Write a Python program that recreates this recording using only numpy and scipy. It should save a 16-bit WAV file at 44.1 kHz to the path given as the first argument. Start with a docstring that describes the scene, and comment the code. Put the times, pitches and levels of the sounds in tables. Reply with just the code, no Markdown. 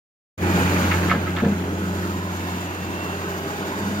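"""Excavator loading a truck

A diesel engine is heard as harmonics of its firing rate under roar, clatter and hiss that pulse with it.
Soil patters as a random stream of short knocks; the steel bucket clanks and clods thump into the truck
bed, each a sum of decaying modes with a burst of noise. The boom then swings away with a two-partial
hydraulic hum and thin gliding whines. The sound opens with a quick fade-in, in two channels."""
import sys
import numpy as np
from scipy import signal
from scipy.fft import rfft, irfft
from scipy.io import wavfile
from scipy.ndimage import uniform_filter1d

SR = 44100
rng = np.random.default_rng(int(sys.argv[2]) if len(sys.argv) > 2 else 0)


def generate_wav(sig):
    """Save sig (samples, or channels by samples) to the path in sys.argv[1] as 16-bit PCM at SR."""
    pcm = np.round(np.clip(np.atleast_2d(sig).T, -1, 1) * 32767).astype(np.int16)
    wavfile.write(sys.argv[1], SR, pcm)


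N = 176400
T = np.arange(N) / SR
HZ = np.fft.rfftfreq(N, 1 / SR)

# Source levels are nominal, ahead of the channel balance and opening gain.
# Colours are relative spectral densities.

# engine firing rate before jitter: t/s, f/Hz
FIRING_RATE = [(.4, 90), (.97, 89), (1.07, 89.6), (2.5, 90.3), (3.6, 89.8), (3.7, 93)]
# exhaust note: t/s, level/dB
EXHAUST = [(.42, -26.5), (.57, -26), (1.0, -25), (1.07, -28), (1.13, -30.5), (1.6, -31), (2.5, -33.5),
           (2.85, -37), (3.25, -37.5), (3.64, -42.5), (3.82, -35.5)]
# exhaust partials: multiple of the firing rate, level/dB
ORDERS = [(1, -0.5), (2, -4), (2.5, -22), (3, -15.5), (3.5, -17.5), (4, -13), (4.5, -25)]
# engine noise: t/s, low roar level/dB, midrange clatter level/dB, treble hiss level/dB
ENGINE_NOISE = [(.43, -26, -28.5, -39.5), (.6, -24, -25.5, -35), (.9, -28, -27, -36),
                (1.09, -28.5, -30.5, -39), (1.14, -30.5, -32.5, -46), (1.35, -32.5, -34.5, -46.5),
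                (1.65, -31, -36.5, -47), (2.03, -33, -34, -43.5), (2.25, -34.5, -35.5, -45.5),
                (2.5, -36, -33, -41.5), (2.78, -34.5, -34.5, -44.5), (3.1, -35, -33, -44.5),
                (3.45, -35.5, -33.5, -43), (3.7, -32.5, -32, -43.5), (4, -34, -33, -43)]
# colours of these three noises: f/Hz, level/dB
ROAR_COLOUR = [(20, -21), (42, -26), (62, -10.5), (105, -9.5), (145, -2), (195, 0.5), (250, -4), (300, 1),
               (400, -3.5), (480, -8.5), (700, -14.5), (1500, -41)]
CLATTER_COLOUR = [(150, -52), (400, -17), (600, 0.5), (700, -4), (830, 1), (1100, -2), (1550, -0.5),
                  (2200, -8.5), (2800, -10), (3400, -14.5), (5000, -24), (9000, -46.5)]
HISS_COLOUR = [(1500, -3), (3300, -2), (4400, 1.5), (5700, -2.5), (6300, 4.5), (6900, 4.5), (7700, -4),
               (8700, -7), (12000, -5.5), (15000, -1.5), (16000, -12)]
# relative strength of the firing pulse in roar, clatter, hiss [no unit]
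PULSING = [0.16, 0.045, 0.082]
# hydraulic pump hum: t/s, f/Hz, fundamental level/dB, octave level/dB
PUMP = [(1.33, 198, -44, -57.5), (1.55, 199.6, -38.5, -44.5), (1.8, 202, -36.5, -38),
        (2.2, 199.3, -38.5, -58), (2.8, 200, -69, -57), (3.3, 199.5, -67, -41), (3.7, 200, -38, -36.5),
        (3.8, 202, -34.5, -43), (4, 203, -30.5, -47)]
# hydraulic whines: start t/s, end t/s, starting f/Hz, final f/Hz, level/dB
WHINES = [(2.68, 2.9, 2755, 2712, -48), (2.92, 3.17, 2712, 2750, -45.5), (3.12, 3.47, 2715, 2900, -51.5),
          (3.42, 3.66, 810, 825, -45), (3.64, 3.92, 890, 915, -45)]
# sliding soil: t/s, level/dB
SOIL = [(.4, -40.5), (.6, -32.5), (.8, -32), (1.09, -33), (1.17, -42.5), (1.6, -39.5), (2.1, -64)]
# colour of the soil: f/Hz, level/dB
SOIL_COLOUR = [(130, -4), (200, 11.5), (370, 8), (700, 0.5), (1200, 1.5), (2600, 0), (3700, -13),
               (7000, -18), (9000, -22)]
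# bucket clanks: t/s, level/dB, favoured f/Hz
CLANKS = [(.912, -16.5, 2360), (.916, -22.5, 1270), (.936, -22, 2000), (1.077, -33, 2840),
          (1.081, -25.5, 1360), (1.095, -20, 2030), (1.108, -19, 2250), (1.113, -13.5, 1280),
          (1.128, -26, 1700), (1.147, -25, 1550), (1.265, -27, 1350), (1.275, -28.5, 2010),
          (1.363, -26.5, 3300), (1.371, -24.5, 1350), (1.383, -25.5, 2000), (1.397, -24, 1663),
          (1.445, -25.5, 1650)]
# bucket modes: f/Hz, level/dB, time to fall 60 dB t60/s
BUCKET_MODES = [(704, -3, 0.25), (1287, 6.5, 0.088), (1618, -2, 0.17), (1716, -10, 0.12), (1733, -4, 0.17),
                (2051, -4, 0.22), (2186, 0, 0.075), (2404, -3, 0.051), (2810, -8, 0.13), (3634, -16, 0.13)]
# colour of the steel contact noise: f/Hz, level/dB
CRUNCH_COLOUR = [(200, -22), (800, -2), (1300, 2), (2300, -3), (3200, -5.5), (5000, -15.5), (15000, -59)]
# clods landing: t/s, level/dB, spectral tilt/(dB per octave)
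CLODS = [(.57, -23.5, 6), (.817, -17.5, -16), (1.131, -20.5, 4.5), (1.154, -17.5, -4), (1.4218, -18.5, -7),
         (1.4304, -17, 2), (1.448, -19, -8.5), (1.4612, -15.5, -3), (1.4966, -20, -5.5)]
# truck bed modes: f/Hz, level/dB, t60/s
BED_MODES = [(167, -1.5, 0.13), (200.3, 5.5, 0.3), (231.5, 4, 0.15), (324, -5.5, .12), (459.7, -2, 0.17),
             (556, -8.5, 0.17), (694, -8.5, 0.16), (810, -22, 0.17)]
# colour of the thud noise: f/Hz, level/dB
THUD_COLOUR = [(50, -21), (130, -16), (220, 0), (400, -9), (820, -12), (1300, -40), (5000, -62)]
# likeness of the two channels: f/Hz, correlation [0 to 1]
LIKENESS = [(30, 0.23), (90, 0.87), (300, 1), (600, 0.9), (1200, 0.98), (2500, 0.4), (6000, 0.36),
            (10000, 0.099)]
# channel balance: f/Hz, left minus right level/dB
BALANCE = [(250, 0), (700, -0.5), (1300, -3.5), (2200, -4.5), (3600, 4), (5200, 1.5), (7000, 5.5),
           (9000, 9), (12000, 12.5), (15000, 21)]
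# phase by which the engine noise leads on the left: f/Hz, phase/rad
LEAD = [(0, 0.12), (400, 0.53), (900, 1.46), (1650, 2.68), (3400, 8.78), (16000, 38.3)]
# gain at the opening, whose last value then holds: t/s, level/dB
OPENING = [(.372, -86), (.379, -9.5), (.405, -5.5), (.43, 1.5)]

# engine: rms speed jitter (fraction), exhaust waver scale, rms flutter of roar, clatter and hiss
SPEED_JITTER, WAVER_DB, FLUTTER_DB = 0.0033, 1.5, [0.34, 0.1, 1.1]
PATCH_DB, RIPPLE_DB = 1.03, 2  # rms unevenness of noise colour; the ripples weaken below 1 kHz
# hydraulics: rms roughness of the hum (fraction), rms pitch and level wander of the whines
PUMP_ROUGH, WHINE_WOBBLE_HZ, WHINE_WAVER_DB = 0.3, 7, 2
# soil: all grains together, spread of their sizes
GRAINS_PER_S, GRAIN_SPREAD_DB = 2200, 1.7
# stones, large to small; decay time constant in cycles
STONE_LOW_HZ, STONE_HIGH_HZ, STONE_CYCLES = 251, 7030, 3.2
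# clanks: noise level and t60, onset time, level of the ringing
CRUNCH_DB, CRUNCH_T60, CONTACT_S, RING_DB = -3, 0.078, 0.0039, -3.5
CLANK_FOCUS_DB, GRIT_DB = 12, 2  # fall one octave or more off the favoured pitch; rms unevenness
# clods: noise level and t60, onset time, level of the bed modes
THUD_DB, THUD_T60, LANDING_S, BED_DB = -4, 0.075, 0.0044, -1
LOAD_LEFT_DB = 2.5  # left minus right, for bucket and truck bed
EDGE_HZ = 15950  # upper band limit


def amp(db):
    """Definition of level: decibels to amplitude ratio."""
    return 10 ** (np.asarray(db) / 20)


def unit(x):
    """Normalisation to an rms of 1."""
    return x / np.sqrt(np.mean(x ** 2) + 1e-20)


def curve(rows, axis=1):
    """Linear interpolation of one column of a time table at every sample."""
    rows = np.array(rows)
    return np.interp(T, rows[:, 0], rows[:, axis])


def read(points, hz):
    """Interpolation of a spectrum table on a logarithmic frequency axis."""
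    f, value = np.transpose(points)
    return np.interp(np.log(hz + 1), np.log(f + 1), value)


def tint(x, colour):
    """Linear filtering by spectral multiplication, normalised to rms 1."""
    size = x.shape[-1]
    gain = amp(read(colour, np.fft.rfftfreq(size, 1 / SR)))
    return unit(irfft(rfft(x) * gain, size))


def drift(rate_hz):
    """Random modulation: noise under a Gaussian low-pass, of rms 1."""
    spectrum = rfft(rng.standard_normal(N))
    return unit(irfft(spectrum * np.exp(-(HZ / rate_hz) ** 2), N))


def add(mix, s, sound):
    """Superposition of a sound starting at s seconds, cut at the end of the mix."""
    part = mix[:, round(s * SR):][:, :sound.shape[-1]]
    part += sound[..., :part.shape[1]]


def ports(pair, lead=0):
    """Partial coherence: shares one signal between channels by frequency and lags the right by lead."""
    a, b = rfft(pair)
    same = np.clip(read(LIKENESS, HZ), 0, 1)
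    right = same * a + np.sqrt(1 - same ** 2) * b
    return irfft(np.array([a, right * np.exp(-1j * lead)]), N)


def patchy_noise():
    """Nonstationary noise: two noises share quick broad patches and slow narrow ripples of colour."""
    z = signal.stft(rng.standard_normal((2, N)), nperseg=1024)[2]
    quick, slow = rng.standard_normal((2, *z.shape[1:]))
    # axis 0 is frequency, axis 1 is time
    patches = unit(uniform_filter1d(uniform_filter1d(quick, size=7, axis=0), size=7, axis=1))
    ripples = unit(uniform_filter1d(uniform_filter1d(slow, size=2, axis=0), size=70, axis=1))
    ripples *= np.clip(np.fft.rfftfreq(1024, 1 / SR) / 1000, 0, 1)[:, None]
    shaped = z * amp(PATCH_DB * patches + RIPPLE_DB * ripples)
    return signal.istft(shaped, nperseg=1024)[1][:, :N]


def tilted(rows, tilt_db, centre_hz):
    """Spectral tilt per octave about a centre, held beyond two octaves; rows begin with Hz and dB."""
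    return [(hz, db + tilt_db * np.clip(np.log2(hz / centre_hz), -2, 2), *rest)
            for hz, db, *rest in rows]


def focused(rows, centre_hz):
    """Selective excitation: attenuates rows of Hz and dB with distance from the favoured pitch."""
    return [(hz, db - CLANK_FOCUS_DB * min(abs(np.log2(hz / centre_hz)), 1), *rest)
            for hz, db, *rest in rows]


def ring(modes, t, phases):
    """Modal superposition: decaying sinusoids of nominal starting rms 1, phases in cycles."""
    hz, db, t60 = np.transpose(modes)[:, :, None]
    partials = amp(db - 60 * t / t60) * np.sin(2 * np.pi * (hz * t + phases))
    return np.sqrt(2) * partials.sum(-2) / np.linalg.norm(amp(db))


def exhaust(turns):
    """Harmonic synthesis: whole and half orders locked to the firing phase, with wavering levels."""
    note = 0
    for k, db in ORDERS:
        level = db + WAVER_DB * min(k - 0.7, 2) * drift(rate_hz=11.6)
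        note = note + amp(level) * np.cos(2 * np.pi * (k * turns + rng.random()))
    return np.sqrt(2) * note * amp(curve(EXHAUST))


def engine():
    """Periodic excitation: exhaust orders, and noises amplitude-modulated by each firing."""
    turns = np.cumsum(curve(FIRING_RATE) * (1 + SPEED_JITTER * drift(rate_hz=8))) / SR
    out = exhaust(turns)
    # a jump at each firing, then exponential decay over the cycle
    puff = np.exp(-(turns % 1) / 0.5) * amp(2.2 * drift(rate_hz=23))
    puff = unit(puff - puff.mean())
    flutter = drift(rate_hz=22)
    lead = np.interp(HZ, *np.transpose(LEAD))
    for k, colour in enumerate([ROAR_COLOUR, CLATTER_COLOUR, HISS_COLOUR]):
        pulse = 1 + 0.5 * PULSING[k] * puff
        noise = tint(patchy_noise() * amp(FLUTTER_DB[k] * flutter) * pulse, colour)
        out = out + ports(noise, lead) * amp(curve(ENGINE_NOISE, axis=k + 1))
    return out


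def pump():
    """Frequency and amplitude modulation: an unsteady, rough hum of fundamental and octave."""
    phase = 2 * np.pi * np.cumsum(curve(PUMP) * (1 + 0.012 * drift(rate_hz=19))) / SR
    hum = 0
    for k in (1, 2):
        level = curve(PUMP, axis=k + 1) + 1.33 * drift(rate_hz=8)
        hum = hum + np.sqrt(2) * amp(level) * np.sin(k * phase)
    return hum * (1 + PUMP_ROUGH * drift(rate_hz=110))


def whines():
    """Frequency glide: wavering tones that swell and fade as the boom moves."""
    out = 0
    for start, end, from_hz, to_hz, db in WHINES:
        along = np.clip((T - start) / (end - start), 0, 1)
        hz = from_hz + (to_hz - from_hz) * along + WHINE_WOBBLE_HZ * drift(rate_hz=54)
        swell = np.sqrt(2 * abs(np.sin(np.pi * along)))
        level = amp(db + WHINE_WAVER_DB * drift(rate_hz=27.4))
        out = out + swell * level * np.sin(2 * np.pi * np.cumsum(hz) / SR)
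    return out


def soil():
    """Shot noise: crumbs and stones leave the bucket as random knocks, each a short decaying tone."""
    out, t = np.zeros((2, N)), T[:SR // 20]
    pitches = np.geomspace(STONE_LOW_HZ, STONE_HIGH_HZ, num=20)
    for hz in pitches:
        size = amp(GRAIN_SPREAD_DB * np.minimum(rng.exponential(1, N), 4))
        hits = rng.random(N) < GRAINS_PER_S / len(pitches) / SR
        signs = rng.choice([-1, 1], (2, N))
        knock = hz * np.exp(-hz * t / STONE_CYCLES) * np.sin(2 * np.pi * hz * t)
        out += signal.oaconvolve(size * hits * signs, knock[None])[:, :N]
    return ports(tint(out, SOIL_COLOUR)) * amp(curve(SOIL))


def bucket():
    """Impact excitation: gritty steel contacts ring the bucket modes around a favoured pitch."""
    out, t = np.zeros((2, N)), T[:SR // 2]
    for s, db, hz in CLANKS:
        steel = ring(focused(BUCKET_MODES, hz), t, rng.random((2, len(BUCKET_MODES), 1)))
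        scrape = rng.standard_normal((2, len(t))) * amp(GRIT_DB * drift(rate_hz=470)[:len(t)])
        decay = amp(CRUNCH_DB - 60 * t / CRUNCH_T60)
        crunch = tint(scrape, focused(CRUNCH_COLOUR, hz)) * decay
        onset = np.minimum(t / CONTACT_S, 1)
        add(out, s, amp(db) * onset * (amp(RING_DB) * steel + crunch))
    return ports(out)


def clods():
    """Impact on a resonant plate: lumps of soil land with a dull thud and boom in the truck bed."""
    out, t = np.zeros((2, N)), T[:SR // 2]
    for s, db, tilt in CLODS:
        boom = ring(tilted(BED_MODES, tilt, centre_hz=230), t, phases=0)
        noise = rng.standard_normal((2, len(t)))
        decay = amp(THUD_DB - 60 * t / THUD_T60)
        thud = tint(noise, tilted(THUD_COLOUR, tilt, centre_hz=230)) * decay
        onset = np.minimum(t / LANDING_S, 1)
        add(out, s, amp(db) * onset * (amp(BED_DB) * boom + thud))
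    bass_cut = signal.butter(2, 100, "high", fs=SR, output="sos")
    return ports(signal.sosfilt(bass_cut, out))


def scene():
    """Superposition of the machine and its load, with bucket and clods a little to the left."""
    left = amp([[LOAD_LEFT_DB / 2], [-LOAD_LEFT_DB / 2]])
    return engine() + pump() + whines() + soil() + left * (bucket() + clods())


def record(dry):
    """Power-preserving channel balance by frequency, then the opening gain and a low-pass filter."""
    ratio = amp(read([(110, -0.3)] + BALANCE, HZ))  # left over right
    sides = np.array([ratio, np.ones_like(ratio)]) * np.sqrt(2 / (1 + ratio ** 2))
    balanced = irfft(rfft(dry) * sides, N)
    heard = balanced * amp(curve(OPENING)) * (T > OPENING[0][0])  # silent before the first row
    low_pass = signal.firwin(511, EDGE_HZ, window=("kaiser", 9), fs=SR)
    return signal.oaconvolve(heard, low_pass[None], "same")


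dry = scene()
out = record(dry)
generate_wav(out)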